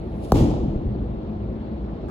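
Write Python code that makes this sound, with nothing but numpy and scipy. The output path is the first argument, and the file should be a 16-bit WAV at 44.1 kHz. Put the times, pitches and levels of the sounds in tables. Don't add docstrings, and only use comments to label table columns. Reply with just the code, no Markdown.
import sys
import numpy as np
from scipy import signal
from scipy.fft import rfft, irfft
from scipy.io import wavfile

SR = 44100
rng = np.random.default_rng(int(sys.argv[2]) if len(sys.argv) > 2 else 0)


def field_ratio(decibels):
    return 10 ** (np.asarray(decibels, dtype=float) / 20)


def wrap_up_sound(samples):
    columns = np.atleast_2d(samples).T
    tamed = np.clip(columns, -1, 1)
    steps = np.round(tamed * 32767).astype(np.int16)
    wavfile.write(sys.argv[1], SR, steps)


N = 92610
T = np.arange(N) / SR
HIT_S = .3202

# frequency in Hz, likeness from 0 to 1.
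LIKENESS = [(60, 1), (130, 0.96), (290, 0.92), (640, .5), (1400, 0.13), (5000, 0.16), (7500, 0.6),
            (8600, 1)]


def rms_one(x):
    return x / np.sqrt(np.mean(x ** 2) + 1e-20)


def at_hz(points, hz):
    table_hz, values = np.array(points).T
    return np.interp(np.log(hz), np.log(table_hz), values)


def drift(rate_hz):
    r = np.exp(-80 * np.pi * rate_hz / SR)
    white = rng.standard_normal(N // 40 + 2002)
    slow = signal.lfilter([1], [1, -2 * r, r * r], white)[2000:]
    return np.interp(np.arange(N) / 40, np.arange(len(slow)), rms_one(slow))


def dying(start, rise, t60):
    t = np.maximum(T - start, 0)
    return (1 - np.exp(-t / rise)) * field_ratio(-60 * t / t60)


def ringing(modes, start, rise):
    t = np.maximum(T - HIT_S, 0)
    return sum(field_ratio(db) * dying(start, rise, t60) * np.sin(2 * np.pi * hz * t) for hz, db, t60 in modes)


def lowpass(x, order, hz):
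    return signal.sosfilt(signal.butter(order, hz, fs=SR, output="sos"), x)


def resonance(hz, width):
    r = np.exp(-np.pi * width / SR)
    poles = [1, -2 * r * np.cos(2 * np.pi * hz / SR), r * r]
    white = rng.standard_normal((2, N + 8000))
    return rms_one(signal.lfilter([1, 0, -1], poles, white)[:, -N:])


def shares(alike):
    return np.sqrt(1 + np.clip(alike, 0, 1) * np.array([[1], [-1]]))


def ports(mid, side):
    # frequency in Hz, lag of the right port in cycles.
    port_lag = [(0, 0), (8700, 2.5), (11700, 3.5), (14650, 4.5), (22050, 7)]
    lag = np.interp(np.arange(N // 2 + 1) * SR / N, *np.transpose(port_lag))
    right = irfft(rfft(mid - side) * np.exp(-2j * np.pi * lag), N)
    return np.array([mid + side, right])


def banded(spectrum, shape, alike=None, patchy_db=0.):
    edges = 22 * 2 ** np.arange(0, 9.7, 1 / 3)
    white = rng.standard_normal((2, 2, N + 8000))
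    parts, power = 0, 0
    for k, (low, high) in enumerate(zip(edges, edges[1:])):
        hz = np.sqrt(low * high)
        if hz < spectrum[0][0] or hz > spectrum[-1][0]:
            continue
        sos = signal.butter(3, [low, high], "band", fs=SR, output="sos")
        band = signal.sosfilt(sos, white[k % 2])[:, -N:]
        gain = field_ratio(at_hz(spectrum, hz))
        power += gain ** 2 * (high - low) / SR * 4
        patches = field_ratio(patchy_db * drift(24.0))
        stereo = shares(alike or at_hz(LIKENESS, hz))
        parts = parts + gain * patches * shape(hz) * band * stereo
    return ports(*parts) / np.sqrt(power)


def rumble():
    # frequency in Hz, level in dB per Hz.
    rumble_spectrum = [(25, -33), (50, 1.5), (220, -5.5), (600, -13), (1600, -35), (4200, -44),
                       (5600, -58.5), (16000, -83)]
    # frequency in Hz, width in Hz, level in dB.
    hall_modes = [(58.7, 5, -1), (115.6, 4.7, -6.5), (209.5, 16, 0.5), (231.6, 50, -9), (326.7, 26, -4.5),
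                  (375, 14, -10), (480.4, 7.8, -16.5)]
    boom = sum(field_ratio(db) * resonance(hz, width) * shares(at_hz(LIKENESS, hz)) for hz, width, db in hall_modes)
    boom = lowpass(rms_one(ports(*boom)), 2, 800)
    swell = 1 + field_ratio(7) * dying(HIT_S, rise=0.013, t60=2.02)
    return field_ratio(-32) * swell * boom + field_ratio(-33.5) * banded(rumble_spectrum, lambda hz: 1, patchy_db=1.65)


def sleeve():
    # frequency in Hz, level in dB per Hz.
    swish_spectrum = [(2000, 12), (4500, 15.5), (6000, 6), (8000, 8), (11000, 12.5), (16000, -12)]
    # time in seconds, level in dB.
    swish_level = [
        (.05, -76),
        (.1, -73.5),
        (.215, -65.5),
        (.248, -50.5),
        (.268, -59),
        (.31, -56),
        (.33, -75),
        (.36, -100),
    ]
    # centre in seconds, length in seconds, frequency in Hz, level in dB.
    whirs = [
        (.245, .045, 665, -45),
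        (1.1, .04, 3700, -73),
        (1.92, .045, 3720, -73),
    ]
    level = field_ratio(np.interp(T, *np.transpose(swish_level)))
    whir = 0
    for s, length, hz, db in whirs:
        whir = whir + field_ratio(db) * np.exp(-.5 * ((T - s) / length) ** 2) * resonance(hz, 6.7)
    return banded(swish_spectrum, lambda hz: level) + ports(*whir * shares(.5))


def crack():
    # frequency in Hz, level in dB, t60 in seconds.
    skin_modes = [(3200, -31, .005), (4500, -23, .005), (5600, -24, .005), (7600, -27, .003),
                  (10600, -26, .006), (13200, -21, .003), (15600, -24, .004)]
    # frequency in Hz, level in dB per Hz.
    crack_spectrum = [(1800, -6), (5000, 0), (9000, -3), (13000, -3), (16000, -5)]
    # frequency in Hz, level in dB per Hz.
    slap_spectrum = [(1800, 2), (3500, -12), (6000, -11.5), (10000, -17)]
    snap = ringing(skin_modes, HIT_S, rise=3e-5)
    burst = field_ratio(-23) * dying(HIT_S, rise=1e-4, t60=.006)
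    burst = burst + field_ratio(-37) * dying(HIT_S - .002, rise=0.005, t60=.08)
    slap = field_ratio(-30) * dying(.3555, rise=.001, t60=.02)
    noise = banded(crack_spectrum, lambda hz: burst, alike=.97)
    return ports(snap, 0) + noise + banded(slap_spectrum, lambda hz: slap)


def thud():
    # frequency in Hz, level in dB, t60 in seconds.
    shell_modes = [(170, -9, .02), (790, -11, .03)]
    # frequency in Hz, level in dB, t60 in seconds.
    slab_modes = [(61.4, -30.5, 0.18), (80, -22.5, 0.22), (118.2, -10, 0.22), (231, -25.5, 0.14),
                  (289, -14.5, 0.24), (325, -20.5, 0.37)]
    wave_lead_s, slowness = .0026, 8.37
    t = np.maximum(T - HIT_S, 0)
    sweep = np.sin(-2 * np.pi / (slowness ** 2 * (t + wave_lead_s)))
    wave = field_ratio(.5) * dying(HIT_S, rise=.002, t60=.065) * sweep
    wave = lowpass(np.roll(wave, -17), 6, 1500)
    knock = ringing(shell_modes, HIT_S, rise=.0008)
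    return wave + knock + ringing(slab_modes, HIT_S + 0.0015, rise=.004)


def echoes(x):
    # time in seconds, level in dB, dulled above in Hz.
    walls = [
        (.338, -3, 400),
        (.357, -5, 450),
        (.381, -7, 350),
        (.4055, 0, 350),
        (.437, -7, 350),
    ]
    # time in seconds, level in dB, dulled above in Hz.
    late_touches = [
        (0.538, -17, 720),
        (.675, -8, 243),
        (0.754, -11.5, 400),
        (.86, -6, 162),
        (0.951, -13, 384),
    ]
    returns = list(walls) + list(late_touches)
    out = np.zeros((2, N))
    for (s, db, hz), side in zip(returns, rng.uniform(-0.048, 1, len(returns))):
        dull = field_ratio(db) * lowpass(np.roll(x, -30), 3, hz)
        ear_lag = side * 0.00033
        out += [np.interp(T - s + HIT_S + k * ear_lag, T, dull, left=0) for k in (1, -1)]
    return out


def tail():
    # frequency in Hz, level in dB per Hz.
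    tail_spectrum = [(25, -1), (55, 1.5), (300, -1), (800, -9), (1600, -31), (3200, -27), (9000, -36.5),
                     (16000, -38.5)]
    # frequency in Hz, t60 in seconds.
    tail_t60 = [(40, 3.6), (100, 2.5), (250, 1.55), (700, 1.31), (1400, 0.84), (3000, 0.92), (7000, 0.74),
                (14000, 0.3)]
    # frequency in Hz, start in seconds after the hit.
    tail_start = [(100, 0.09), (700, 0.0067), (2000, 0.017), (8000, 0.016)]

    def ring(hz):
        return dying(HIT_S + at_hz(tail_start, hz), 0.016, at_hz(tail_t60, hz))

    return field_ratio(-18) * banded(tail_spectrum, ring, patchy_db=1.0)


def scuff():
    # frequency in Hz, level in dB per Hz.
    scuff_spectrum = [(600, -4), (1000, 0), (1450, -1), (1850, -22), (4500, -27), (9000, -31), (16000, -40)]
    return field_ratio(-41) * banded(scuff_spectrum, lambda hz: dying(2.081, rise=.003, t60=.5))


def scene():
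    hit = thud()
    mix = rumble() + sleeve() + crack() + hit + echoes(hit) + tail() + scuff()
    return mix * field_ratio([[.45], [-.45]])


def band_limit(x):
    return signal.sosfilt(signal.butter(12, 16510, fs=SR, output="sos"), x)


def record(dry):
    rounded = 1.2 * np.tanh(dry / 1.2)
    top_cut = signal.cheby2(10, 60, 16500 * 1.03, fs=SR, output="sos")
    return band_limit(signal.sosfilt(top_cut, rounded))


dry = scene()
out = record(dry)
wrap_up_sound(out)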